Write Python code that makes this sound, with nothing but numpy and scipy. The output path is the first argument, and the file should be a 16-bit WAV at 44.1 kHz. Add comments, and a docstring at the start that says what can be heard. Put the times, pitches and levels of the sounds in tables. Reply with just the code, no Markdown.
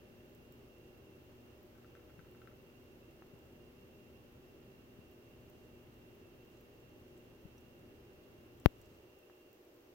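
"""Flying squirrel at its bowl

A quiet room, in stereo. Close by, a flying squirrel eats mealworms from a small bowl in wood shavings:
its snout and claws tap the bowl, its teeth crack the shells with tiny crisp ticks. Far off, appliances
hum and whine. Near the end the left microphone channel pops once, sharply, and the low hum sinks away."""
import sys
import numpy as np
from scipy import signal
from scipy.fft import rfft, irfft, next_fast_len
from scipy.io import wavfile

SR = 44100
rng = np.random.default_rng(int(sys.argv[2]) if len(sys.argv) > 2 else 0)


def int16_out(signal):
    """Quantize to a 16-bit WAV file."""
    q = np.round(np.clip(np.atleast_2d(signal).T, -1, 1) * 32767)
    wavfile.write(sys.argv[1], SR, q.astype(np.int16))


N = 438354

# Levels in the tables are relative; each source sets its own gain.
# spectra of the room's rumble, its moving air and the microphones' hiss: f/Hz, level/dB
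RUMBLE_SPECTRUM = [(15, -8), (40, 3), (75, 11), (130, 9.5), (175, 5), (230, 7), (290, -2), (400, -33)]
AIR_SPECTRUM = [(120, -15.5), (230, -12.5), (330, 0), (390, 1.5), (455, -8), (510, -8), (550, -6),
                (572, -7.5), (603, -6.5), (650, -14), (820, -14), (920, -18), (1100, -17.5), (2000, -21),
                (3100, -22.5), (4500, -33.5), (7000, -43.5), (16000, -60)]
HISS_SPECTRUM = [(2000, -17), (4000, -2), (6000, -1), (7500, -6.5), (9500, -8.5), (11000, -5.5),
                 (13000, -0.5), (16000, 1)]
# likeness of the noise at the left and right microphones: f/Hz, correlation
STEREO_LIKENESS = [(60, 0.88), (300, 0.98), (640, 0.43), (1400, -0.12), (3100, -0.2), (7000, -0.039),
                   (15000, -0.046)]
# fan and mains tones: f/Hz, level/dB
HUM_LINES = [(25.3, -85), (50.8, -78.5), (76.2, -79.5), (102, -92), (119.9, -72), (145, -81), (203, -79.5),
             (242.4, -71), (265, -78), (359.8, -74.5), (407, -84.5), (479.8, -76), (609, -79.5),
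             (820, -92.5)]
# resonances of the whine: f/Hz, width/Hz, level/dB
WHINE_BANDS = [(2692, 20, -2), (2754, 16, -5), (2790, 24, -3), (2810, 25, -9), (3080, 48, -10.5),
               (3340, 30, -20.5)]
# brief dips in the whine: t/s, length/s
WHINE_DIPS = [(1.583, .24), (9.567, .5)]
# the animal shifting its weight: t/s, level/dB
BODY_BUMPS = [(2.189, -48), (3.335, -50), (4.988, -48.5), (7.4534, -42.5)]
# dry knocks: t/s, level/dB
DRY_KNOCKS = [(3.222, -43), (9.2981, -46.5)]
# snout and claws on the bowl: t/s, level/dB
BOWL_TAPS = [(1.7549, -62), (1.8454, -55.5), (1.952, -51), (1.9703, -60), (2.1031, -58), (2.1926, -52),
             (2.4176, -54.5), (2.474, -53.5), (2.5152, -59.5)]
# the bowl's damped ring: f/Hz, level/dB, t60/s
BOWL_MODES = [(1356, -1.5, 0.033), (1510, -6, 0.03), (1880, -12, 0.0076), (3250, -22, .012)]
# soft crunching between bites: centre t/s, length/s, level/dB
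SOFT_CRUNCHES = [(5.573, 0.19, -91), (6.56, 0.06, -82), (8.88, 0.23, -86.5)]
# hard bites: t/s, crack level/dB, tick level/dB
HARD_BITES = [(.2955, -70, -57), (.349, -57, -54), (0.524, -56, -51), (1.630, -69, -56), (2.314, -69, -55),
              (5.113, -71, -55), (5.4995, -61, -54), (6.152, -71, -58), (6.609, -68, -55),
              (7.177, -55, -66), (7.581, -62, -61), (8.600, -54, -58), (8.8155, -51.5, -54),
              (9.188, -62, -56), (9.530, -60, -53)]
# resonances of the shell's crack and the teeth's tick: f/Hz, level/dB, t60/s
CRACK_MODES = [(5900, -2, .004), (7600, 4.5, 0.0034), (8900, -1, .002)]
TICK_MODES = [(13400, -5, 0.0025), (14500, 0, .004), (15400, 2, 0.0042)]
# squeak of a slipping tooth: t/s, f/Hz, level/dB
TOOTH_SLIPS = [(7.581, 5800, -59)]


def from_db(db):
    """Decibels to gain."""
    return 10 ** (np.asarray(db) / 20)


def unit_rms(x):
    """Scale to an rms of 1."""
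    return x / np.sqrt(np.mean(x ** 2) + 1e-20)


def at_hz(points, hz):
    """Read (f/Hz, value) points on a log-frequency axis."""
    known_hz, values = np.transpose(points)
    return np.interp(np.log(hz + 1e-9), np.log(known_hz), values)


def panned(left_db):
    """Stereo gains that put the left microphone left_db above the right."""
    return from_db(np.array([[.5], [-.5]]) * left_db)


def cut(x, hz, kind, order=2):
    """Butterworth low- or high-pass."""
    return signal.sosfilt(signal.butter(order, hz, kind, fs=SR, output="sos"), x + 1e-18)


def drift(per_s):
    """A random wander with a spread of about 1."""
    knots = rng.standard_normal(400)
    return np.interp(np.arange(N) / SR * per_s, np.arange(len(knots)), knots)


def room_noise(gain_at):
    """Shaped noise of rms 1, alike at both microphones in the bass only."""
    size = next_fast_len(N)
    hz = np.arange(size // 2 + 1) * SR / size
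    mid, side = rfft(rng.standard_normal((2, size))) * gain_at(hz)
    alike = at_hz(STEREO_LIKENESS, hz)
    left_right = np.sqrt(1 + alike) * mid + np.sqrt(1 - alike) * side * [[1], [-1]]
    return unit_rms(irfft(left_right, size)[:, :N])


def coloured(spectrum):
    """Room noise that follows an (f/Hz, level/dB) spectrum."""
    return room_noise(lambda hz: from_db(at_hz(spectrum, hz)))


def clicks(times, level_db):
    """One impulse for each contact."""
    out = np.zeros(N)
    out[np.round(np.asarray(times) * SR).astype(int)] = from_db(level_db)
    return out


def ring(x, hz, t60):
    """One resonance: a click starts a tone that falls 60 dB in t60 seconds."""
    r, w = from_db(-60 / (t60 * SR)), 2 * np.pi * hz / SR
    return signal.lfilter([1, -r * np.cos(w)], [1, -2 * r * np.cos(w), r * r], x + 1e-18)


def struck(times, level_db, modes, spread_db):
    """Every contact rings each mode, its strength scattered by spread_db."""
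    scatter_db = spread_db * rng.standard_normal((len(times), len(modes)))
    return sum(ring(clicks(times, level_db + mode_db + scatter_db[:, k]), hz, t60)
               for k, (hz, mode_db, t60) in enumerate(modes))


def close_walls(x, wet_db, t60):
    """Nearby walls add a short wash of reflections, different at each microphone."""
    t = np.arange(SR // 5) / SR
    wash = rng.standard_normal((2, len(t))) * from_db(-60 * t / t60) * (t > .001)
    wash /= np.sqrt(np.sum(wash ** 2, axis=1, keepdims=True))
    return x + from_db(wet_db) * signal.fftconvolve(x, wash, axes=1)[:, :N]


def low_fade_db(from_s=8.9, db_per_s=34, depth_db=12):
    """Near the end the low sounds sink evenly, then hold."""
    return -np.clip((np.arange(N) / SR - from_s) * db_per_s, 0, depth_db)


def room_tone(rumble_db=-65, air_db=-61.5, hiss_db=-72, air_fade_share=.15):
    """The room's rumble and moving air, with the microphones' own steady hiss."""
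    rumble = from_db(rumble_db + low_fade_db()) * coloured(RUMBLE_SPECTRUM)
    air = from_db(air_db + air_fade_share * low_fade_db()) * coloured(AIR_SPECTRUM)
    hiss = from_db(hiss_db) * coloured(HISS_SPECTRUM)
    return (rumble + air) * panned(left_db=-1) + hiss


def appliance_hum(waver_db=2.5, wander_rad=.78, fade_below_hz=300):
    """Far off, leftward: fan and mains tones waver; the low ones fade with the rumble."""
    t, low_gain, hum = np.arange(N) / SR, from_db(low_fade_db()), 0
    for hz, level_db in HUM_LINES:
        phase = 2 * np.pi * (hz * t + rng.random()) + wander_rad * drift(per_s=3)
        height = np.sqrt(2) * from_db(level_db + waver_db * drift(per_s=5))
        hum += height * np.sin(phase) * (low_gain if hz < fade_below_hz else 1)
    return hum * panned(left_db=4.5)


def appliance_whine(gain_db=-76, dip_db=-8, ramp_s=.07):
    """Far off, to the right: noise held in a few sharp resonances, dipping twice."""
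    def resonances(hz):
        return np.sqrt(sum(from_db(db) ** 2 / width / (1 + (2 * (hz - centre) / width) ** 2)
                           for centre, width, db in WHINE_BANDS))
    t = np.arange(N) / SR
    dips = sum(np.clip(np.minimum(t - start, start + length - t) / ramp_s + .5, 0, 1)
               for start, length in WHINE_DIPS)
    return from_db(gain_db + dip_db * dips) * room_noise(resonances) * panned(left_db=-7.5)


def microphone_pop(at_s=8.65972, hold_s=.0041, leak_s=.007, edge_hz=3050, bass_cut_hz=100):
    """The left channel jumps, holds and leaks back; its bass cut leaves a spike and an undershoot."""
    t = np.arange(N) / SR - at_s
    jump = .97 * (t >= 0) * np.exp(-np.maximum(t - hold_s, 0) / leak_s)
    spike = cut(cut(jump, edge_hz, "low"), bass_cut_hz, "high")
    # the sharp edge also rings the microphone's treble resonance
    ping = ring(clicks([at_s], level_db=-19), hz=13300, t60=.00084)
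    return (spike + cut(ping, 10300, "high", order=4)) * [[1], [0]]


def body_bumps(gain_db=3):
    """Well to the left, the animal's shifting weight gives short dull thuds."""
    times, level_db = np.transpose(BODY_BUMPS)
    thuds = ring(clicks(times, level_db + gain_db), hz=148, t60=.026)
    return cut(thuds, 254, "low", order=3) * panned(left_db=12)


def dry_knocks(gain_db=4):
    """Near the centre, knocks that die in about one cycle."""
    times, level_db = np.transpose(DRY_KNOCKS)
    knocks = ring(clicks(times, level_db + gain_db), hz=800, t60=.0017)
    knocks = cut(knocks, 2050, "low", order=6)
    return close_walls(knocks * panned(left_db=1), wet_db=-2, t60=.046)


def rummaging(count=20, from_s=1.75, to_s=2.57, level_db=-63.5):
    """Light random touches while the head is down in the bowl: t/s, level/dB."""
    return np.c_[rng.uniform(from_s, to_s, count), np.full(count, level_db)]


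def bowl_taps(gain_db=-3, rebound_s=.009, rebound_db=-13, contact_hz=3800, thin_hz=1100):
    """Close, to the left: snout and claws ring the bowl, and the shavings soon damp it."""
    rebounds = np.array(BOWL_TAPS) + [rebound_s, rebound_db]
    times, level_db = np.vstack([BOWL_TAPS, rebounds, rummaging()]).T
    taps = struck(times, level_db + gain_db, BOWL_MODES, spread_db=3.5)
    taps = cut(cut(taps, contact_hz, "low"), thin_hz, "high", order=3)
    return close_walls(taps * panned(left_db=8.5), wet_db=-6, t60=.08)


def crunching(grains_per_s=500, spread_db=4, low_hz=2900, high_hz=7400):
    """Close, centred: ground shell breaks in swarms of tiny grains that swell and die."""
    t = np.arange(N) / SR
    swell = sum(from_db(level_db) * np.exp(-2 * ((t - centre) / length) ** 2)
                for centre, length, level_db in SOFT_CRUNCHES)
    grains = (rng.random(N) < grains_per_s / SR) * rng.choice([-1, 1], N)
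    grains = grains * from_db(spread_db * rng.standard_normal(N))
    crunch = unit_rms(cut(cut(grains, low_hz, "high"), high_hz, "low", order=4))
    return close_walls(swell * crunch * panned(left_db=0), wet_db=4, t60=.045)


def nibbles(count=128, per_s=11.3, jitter_s=.012, crack_db=-68, tick_db=-67, spread_db=2.5):
    """Jaw strokes at a loose beat, mostly under the hiss: t/s, crack level/dB, tick level/dB."""
    lateness, force = rng.standard_normal((count, 2)).T
    times = (np.arange(count) + 1) / per_s + jitter_s * lateness
    force_db = spread_db * np.minimum(force, 2)
    return np.c_[times, crack_db + force_db, tick_db + force_db][times < (N - 1) / SR]


def chewing(crack_gain_db=-9, tick_gain_db=-6):
    """Close up, each bite cracks the worm's shell with a very high tick of the teeth; one squeaks."""
    times, crack_db, tick_db = np.vstack([HARD_BITES, nibbles()]).T
    cracks = cut(struck(times, crack_db + crack_gain_db, CRACK_MODES, spread_db=1), 5200, "high")
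    ticks = cut(struck(times, tick_db + tick_gain_db, TICK_MODES, spread_db=0), 9700, "high")
    squeak = sum(ring(clicks([at_s], level_db), hz, t60=.009) for at_s, hz, level_db in TOOTH_SLIPS)
    mouth = (cracks + squeak) * panned(left_db=2.5) + ticks * panned(left_db=-5)
    return close_walls(mouth, wet_db=-3, t60=.045)


def scene():
    """The squirrel close to the microphones, the room behind it, and one pop on the left."""
    squirrel = bowl_taps() + chewing() + crunching() + dry_knocks() + body_bumps()
    return squirrel + microphone_pop() + appliance_hum() + appliance_whine() + room_tone()


def record(dry):
    """Both channels lose the top steeply above 15.8 kHz."""
    return signal.sosfilt(signal.ellip(10, .1, 70, 15800, fs=SR, output="sos"), dry)


dry = scene()
out = record(dry)
int16_out(out)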